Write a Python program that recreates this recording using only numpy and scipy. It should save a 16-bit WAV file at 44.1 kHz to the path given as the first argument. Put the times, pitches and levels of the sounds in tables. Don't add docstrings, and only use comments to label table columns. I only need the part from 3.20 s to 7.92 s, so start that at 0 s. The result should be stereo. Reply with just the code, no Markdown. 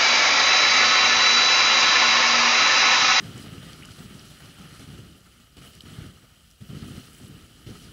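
import sys
import numpy as np
from scipy import signal
from scipy.fft import rfft, irfft, next_fast_len
from scipy.io import wavfile
from scipy.ndimage import uniform_filter1d, map_coordinates

SR = 44100
rng = np.random.default_rng(int(sys.argv[2]) if len(sys.argv) > 2 else 0)


def how_loud(loudness_db):
    steps = np.asarray(loudness_db, float) / 20
    return 10 ** steps


def unload_wav(signal):
    wavfile.write(
        sys.argv[1],
        SR,
        np.round(np.clip(np.atleast_2d(signal).T, -1, 1) * 32767).astype(np.int16),
    )


N = 208152

# start t/s, length t/s, steam trapped in the ash level/dB,
# sizzle on the embers level/dB
GULPS = [(-.6, 0.79, -42.5, -49.5), (0.237, .16, -42, -52), (0.425, .08, -43.5, -50),
         (0.523, 0.2, -48.5, -56), (0.779, 0.071, -45, -53.5), (0.876, 0.096, -47.5, -55),
         (0.993, .1, -49, -57.5), (1.1, 0.15, -56.5, -59.5), (1.197, 0.13, -51, -53.5),
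         (1.38, 0.083, -49, -54.5), (1.48, 0.078, -52.5, -57.5), (1.59, 0.037, -46.5, -54),
         (1.672, 0.077, -43.5, -53.5), (1.774, 0.053, -44, -57.5), (1.885, .08, -50.5, -65.5),
         (2.05, 0.31, -62, -80), (2.365, 0.01, -46.5, -53.5), (2.412, 0.029, -48.5, -52.5),
         (2.492, 0.083, -54, -60.5), (2.65, 0.2, -45, -53.5), (2.777, 0.081, -44.5, -62.5),
         (2.89, 0.098, -55.5, -98.5), (3.017, 0.01, -54.5, -71), (3.405, 0.013, -44.5, -55.5),
         (3.488, 0.28, -40.5, -52.5), (3.803, 0.18, -57.5, -62), (3.996, 0.2, -46, -57.5),
         (4.23, 0.72, -55, -63.5), (4.462, 0.043, -39, -52), (4.548, .25, -50.5, -59)]
# t/s, peak level/dB, pitch f/Hz
PUFFS = [(0.0936, -30.5, 217), (0.198, -30.5, 213), (0.27, -34, 109), (0.379, -29.5, 136),
         (0.8041, -29.5, 172), (0.857, -32, 155), (0.9084, -34.5, 212), (0.9517, -33.5, 177),
         (1.399, -34.5, 174), (1.444, -37.5, 136), (1.641, -35, 147), (1.7022, -32.5, 168),
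         (1.79, -32, 153), (2.3697, -38, 179), (2.6366, -35, 190), (2.6676, -35, 220), (2.7029, -40, 121),
         (2.7852, -27, 121), (2.8178, -29, 133), (3.4212, -29.5, 174), (3.5025, -30, 120),
         (3.5307, -28, 190), (3.5705, -30, 175), (3.624, -25, 147), (3.7077, -29.5, 153),
         (3.7788, -24.5, 195), (4.022, -34.5, 147), (4.0985, -35, 196), (4.146, -34, 134.7),
         (4.485, -29, 180)]


def steam():
    trapped_db, ember_db = np.transpose(GULPS)[2:]
    puff_db = wetting(trapped_db, fall=170, soak_db=-17, soak_s=0.2)
    sizzle_db = wetting(ember_db, fall=130, soak_db=-3.5, soak_s=0.54)
    sputter = 0.48 * wobble(30) + 0.27 * wobble(70)
    lift = splat(decay_s=0.00077)
    low = how_loud(puff_db + 0.3) * puffing(sputter)
    middle = how_loud(-1.5) * layer_gain("boil", sizzle_db) * boiling(sputter, lift)
    return low + middle + fizzing(sizzle_db, sputter, lift)


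def puffing(sputter):
    # f/Hz, level/dB per Hz
    rumble = [(15, -61), (25, -16), (59, -8), (155, 0.5), (390, -11.5), (568, -25.5), (700, -28.5),
              (910, -41), (1540, -120)]
    thuds = grains(count=600, hz=172.6, spread=1.787, cycles=0.89, uneven_db=0.0, size=1500)
    rush = coloured(patchy(depth_db=0.0), rumble)
    return unit(how_loud(2.4 * sputter) * (0.49 * thuds + 0.86 * rush))


def boiling(sputter, lift):
    # f/Hz, level/dB per Hz
    boil_colour = [(250, -35), (500, -9), (700, -1), (830, 0), (1000, -2), (1330, -2), (1600, -10),
                   (1850, -9), (2250, -14), (4000, -35)]
    bubbles = grains(count=3000, hz=1300, spread=1.93, cycles=1.0, uneven_db=2.5, size=300)
    rush = coloured(patchy(depth_db=1.98) + 0.035 * bubbles, boil_colour)
    return unit(how_loud(1.9 * sputter + 2.6 * lift) * rush)


def fizzing(sizzle_db, sputter, lift):
    # f/Hz, level/dB per Hz
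    fizz_colour = [(1200, 3), (2200, -7), (3200, -4.5), (3800, -6.5), (4800, -32), (8000, -49)]
    spit_colour = [(2200, -49), (3600, -5), (4300, 2.5), (5500, -4.5), (6800, -4.5), (10000, -36)]
    hiss_colour = [(4000, -29), (6500, -8.5), (8000, -1.5), (11300, -1.5), (12200, -12), (14000, -18)]
    spray_colour = [(9000, -30), (11500, 0), (12400, -1), (13200, 5), (14200, 0.5), (15700, 7.5)]
    drops = grains(count=4000, hz=4500, spread=2.16, cycles=0.78, uneven_db=5, size=64)
    fizz = coloured(patchy(depth_db=-1.5) + 0.14 * drops, fizz_colour)
    spit = coloured(patchy(depth_db=-0.4) + 0.27 * drops, spit_colour)
    hiss = coloured(patchy(depth_db=1.44) + 0.62 * drops, hiss_colour)
    spray = coloured(patchy(depth_db=1.4), spray_colour)
    fizz = unit(how_loud(0.7 * sputter + 1.1 * lift) * fizz)
    spit = unit(how_loud(1.5 * sputter + 0.85 * lift) * spit)
    hiss = unit(how_loud(1.15 * sputter + 0.43 * lift) * hiss)
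    spray = unit(how_loud(0.73 * sputter + 1.1 * lift) * spray)
    total = how_loud(-6.0) * layer_gain("fizz", sizzle_db) * fizz
    total = total + how_loud(-12.5) * layer_gain("spit", sizzle_db) * spit
    total = total + how_loud(-11.0) * layer_gain("hiss", sizzle_db) * hiss
    return total + how_loud(-16) * layer_gain("spray", sizzle_db) * spray


def wetting(db, fall, soak_db, soak_s):
    rise_s, rate = 0.0042, 1000
    t = np.arange(-1000, N / SR * rate + 2) / rate
    start, length = np.transpose(GULPS)[:2, :, None]
    rise = np.clip((t - start) / rise_s, 0, 1)
    shape = rise * how_loud(-fall * np.maximum(t - start - length, 0))
    power = np.sum((how_loud(db)[:, None] * shape) ** 2, axis=0)
    keep = np.exp(-1 / (rate * soak_s))
    power = power + how_loud(2 * soak_db) * signal.lfilter([1 - keep], [1, -keep], power)
    return np.interp(np.arange(N) / SR, t, 10 * np.log10(power + 1e-12))


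def layer_gain(name, sizzle_db):
    grows = dict(boil=1.13, fizz=1.0, spit=0.95, hiss=0.61, spray=0.83)
    layer_hz = dict(boil=1200, fizz=2800, spit=5000, hiss=9000, spray=14000)
    usual_db = -56
    return how_loud(usual_db + grows[name] * (sizzle_db - usual_db) + mist(layer_hz[name]))


def mist(centre_hz):
    # middle t/s, half length t/s, lift level/dB, pitch f/Hz
    jets = [(0.212, 0.031, 4, 7000), (0.232, 0.032, 5, 13000), (0.537, 0.06, 2.5, 7040),
            (0.736, 0.046, 6, 6000), (0.815, 0.058, 6, 11700), (0.988, .05, 2, 4500),
            (1.094, 0.081, 5.5, 5870), (.92, .06, 1, 14000), (1.134, 0.14, 3, 14100),
            (1.58, 0.098, 4, 7000), (2.3, 0.077, -3, 10000), (2.39, 0.025, 2, 13000),
            (2.49, 0.052, 9.5, 14000), (2.574, 0.12, 4, 4500), (2.73, .05, 4.5, 10000),
            (3.343, 0.057, -5, 1000), (3.45, 0.042, 1.5, 4000), (3.46, .1, -2, 14000), (3.6, 0.03, 5, 5000),
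            (3.685, 0.036, 6, 11000), (3.825, 0.088, 8.5, 14000), (3.835, 0.056, 7, 4000),
            (3.97, 0.043, 11, 15200), (4.05, 0.044, 4.5, 11000), (4.197, 0.037, 1, 9000),
            (4.382, 0.094, 3, 5000), (4.57, 0.077, 3.5, 13000), (4.628, 0.064, 7, 6000)]
    reach_octaves = 0.8
    rows = []
    for s, half_s, db, hz in jets:
        octaves = np.log2(hz / centre_hz)
        rows.append((s, half_s, db * np.exp(-(octaves / reach_octaves) ** 2)))
    return bells(rows)


def splat(decay_s):
    at = np.round(np.transpose(PUFFS)[0] * SR).astype(int)
    t = np.arange(2000) / SR / decay_s
    return signal.fftconvolve(np.bincount(at, minlength=N), t * np.exp(1 - t))[:N]


def puffs():
    s, db, hz = np.transpose(PUFFS)
    return blips(s, how_loud(db - 1.9), hz, cycles=0.37, size=2500)


def cracks():
    # t/s, splinter level/dB, lowest f/Hz, highest f/Hz
    coals = [(.178, -42.5, 7350, 8200), (.2024, -48, 7500, 11200), (.2245, -49.5, 3500, 5270),
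             (.5317, -49, 2680, 6600), (.623, -51, 1520, 2500), (.6327, -54.5, 2620, 3150),
             (.6495, -50.5, 1300, 8150), (.655, -44.5, 4500, 12000), (.687, -50, 1100, 1700),
             (.9936, -50, 3930, 5800), (1.61, -51, 8000, 11200), (2.368, -53, 1210, 14600),
             (2.5515, -47.5, 4040, 14600), (2.606, -47.5, 2760, 5200), (2.6062, -51, 6500, 15000),
             (2.6195, -50.5, 4000, 12000), (3.3035, -55, 5000, 12500), (3.311, -53, 4500, 14200),
             (3.4096, -87, 1440, 5970), (3.9165, -64, 8950, 11300), (3.932, -45.5, 8000, 11200),
             (3.948, -48, 7500, 11200), (3.9845, -53, 7500, 11500), (4.079, -50, 8500, 11200),
             (4.084, -50, 8040, 12000), (4.469, -55, 2580, 3670)]
    s, db, low_hz, high_hz = np.repeat(coals, repeats=6, axis=0).T
    late, stray = rng.random((len(s), 2)).T
    place = (np.arange(len(s)) % 6 + stray) / 6
    hz = low_hz * (high_hz / low_hz) ** place
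    gain = how_loud(db) * hz / np.sqrt(low_hz * high_hz)
    return blips(s + 0.0015 * late, gain, hz, cycles=1.8, size=300)


def breeze():
    # middle t/s, half length t/s, lift level/dB
    gusts = [
        (.42, .05, -1),
        (2.25, 0.033, 3),
        (3.28, 0.043, 5),
        (3.48, 0.031, 9),
        (4.25, 0.34, 2),
    ]
    # f/Hz, level/dB per Hz
    air = [(25, -13), (40, -5.5), (65, 7), (110, -7), (200, -10), (400, -34)]
    level_db = -58 + 0.37 * wobble(3.03) + bells(gusts)
    return how_loud(level_db) * coloured(patchy(depth_db=-2.3), air)


def port(cavity, hz):
    lift = 1
    for centre, width, db in cavity:
        spring = centre * centre - hz * hz
        damping = 1j * hz * width
        lift = lift * (spring + damping * how_loud(db)) / (spring + damping)
    return lift


def blips(s, gain, hz, cycles, size):
    turn = np.arange(size) / SR * hz[:, None]
    fade = turn / cycles * np.exp(1 - turn / cycles)
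    swing = -gain[:, None] * np.sin(2 * np.pi * turn) * fade
    at = np.round(s * SR).astype(int)[:, None] + np.arange(size)
    return np.bincount(at.ravel(), swing.ravel(), N + size)[:N]


def grains(count, hz, spread, cycles, uneven_db, size):
    swarms = []
    for _ in range(3):
        when, pitch, big = rng.random((count, 3)).T
        gain = how_loud(-uneven_db * np.log(1.02 - big))
        swarms.append(blips(when * N / SR, gain, hz * spread ** (2 * pitch - 1), cycles, size))
    return unit(np.array(swarms))


def patchy(depth_db):
    z = signal.stft(rng.standard_normal((3, N)), nperseg=256)[2]
    field = rng.standard_normal(z.shape[1:])
    for axis in (0, 1):
        field = uniform_filter1d(field, size=8, axis=axis)
    return signal.istft(z * how_loud(depth_db * unit(field)), nperseg=256)[1][:, :N]


def wobble(rate):
    knots = rng.standard_normal(int(N * rate / SR) + 4)
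    return map_coordinates(knots, [np.arange(N) * rate / SR])


def bells(rows):
    t = np.arange(0, N / SR + 0.004, 0.002)
    lift = sum(db * np.exp(-((t - s) / half_s) ** 2) for s, half_s, db in rows)
    return np.interp(np.arange(N) / SR, t, lift)


def unit(x):
    return x / np.sqrt(np.mean(x ** 2) + 1e-20)


def along(points, hz):
    f, v = np.transpose(points)
    return np.interp(np.log(hz + 1), np.log(f + 1), v)


def filtered(x, response):
    m = next_fast_len(N + SR // 4)
    return irfft(rfft(x, m) * response(np.fft.rfftfreq(m, 1 / SR)), m)[..., :N]


def coloured(x, spectrum):
    return unit(filtered(x, lambda hz: how_loud(along(spectrum, hz))))


def scene():
    # f/Hz, width f/Hz, lift level/dB
    left_port = [(2980, 242, 13), (4060, 215, 5), (4950, 77, 9), (5650, 200, 11.5), (7840, 180, 8),
                 (10750, 89, 8), (12500, 210, 12), (12800, 550, -6.5)]
    right_port = [(3010, 410, 17), (4290, 99, 4), (5000, 210, 7), (5800, 1700, 2), (8350, 120, -11),
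                  (11200, 1100, -2.5)]
    # f/Hz, phase/radians
    left_lead = [(60, 0), (230, .45), (470, .6), (600, 1.8), (770, 2.6), (1000, 3.0), (1180, 2.3),
                 (1235, .05), (1370, .08), (1580, .55), (1830, .08), (2000, .4), (2280, .2), (2600, .9),
                 (3200, .6), (9000, .4), (12000, 1.5)]
    # f/Hz, level/dB over the direct sound
    scatter = [(40, -16), (100, -22), (300, -12), (500, -6), (800, -13), (1150, -13), (1300, -16),
               (1600, -6), (1830, -11), (2020, -4), (2280, -7), (2550, 0), (4000, 0), (15000, 4)]

    def ports(hz):
        lead = np.exp(0.5j * along(left_lead, hz))
        return np.array([port(left_port, hz) * lead, port(right_port, hz) / lead])

    def stones(hz):
        return how_loud(along(scatter, hz)) * np.abs(ports(hz)) ** 0.35

    direct, *scattered = steam() + breeze()
    near = filtered(direct + puffs() + cracks(), ports)
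    return near + filtered(np.array(scattered), stones)


def roll_off(x):
    return signal.sosfilt(signal.butter(12, 16820, fs=SR, output="sos"), x)


def record(dry):
    # f/Hz, left minus right level/dB
    imbalance = [(300, -0.5), (1100, 1.5), (1500, -1), (3500, 5.5), (9000, 0), (15000, 5.5)]
    top_hz = (15740, 15830)

    def camera(hz):
        tilt = how_loud(np.array([[0.5], [-0.5]]) * along(imbalance, hz))
        low_cut = hz ** 4 / (hz ** 4 + 26.6 ** 4)
        top = np.where(hz < top_hz[0], 1, how_loud(-13) * (hz < top_hz[1]))
        return tilt * low_cut * top

    return roll_off(filtered(dry, camera))


dry = scene()
out = record(dry)
unload_wav(out)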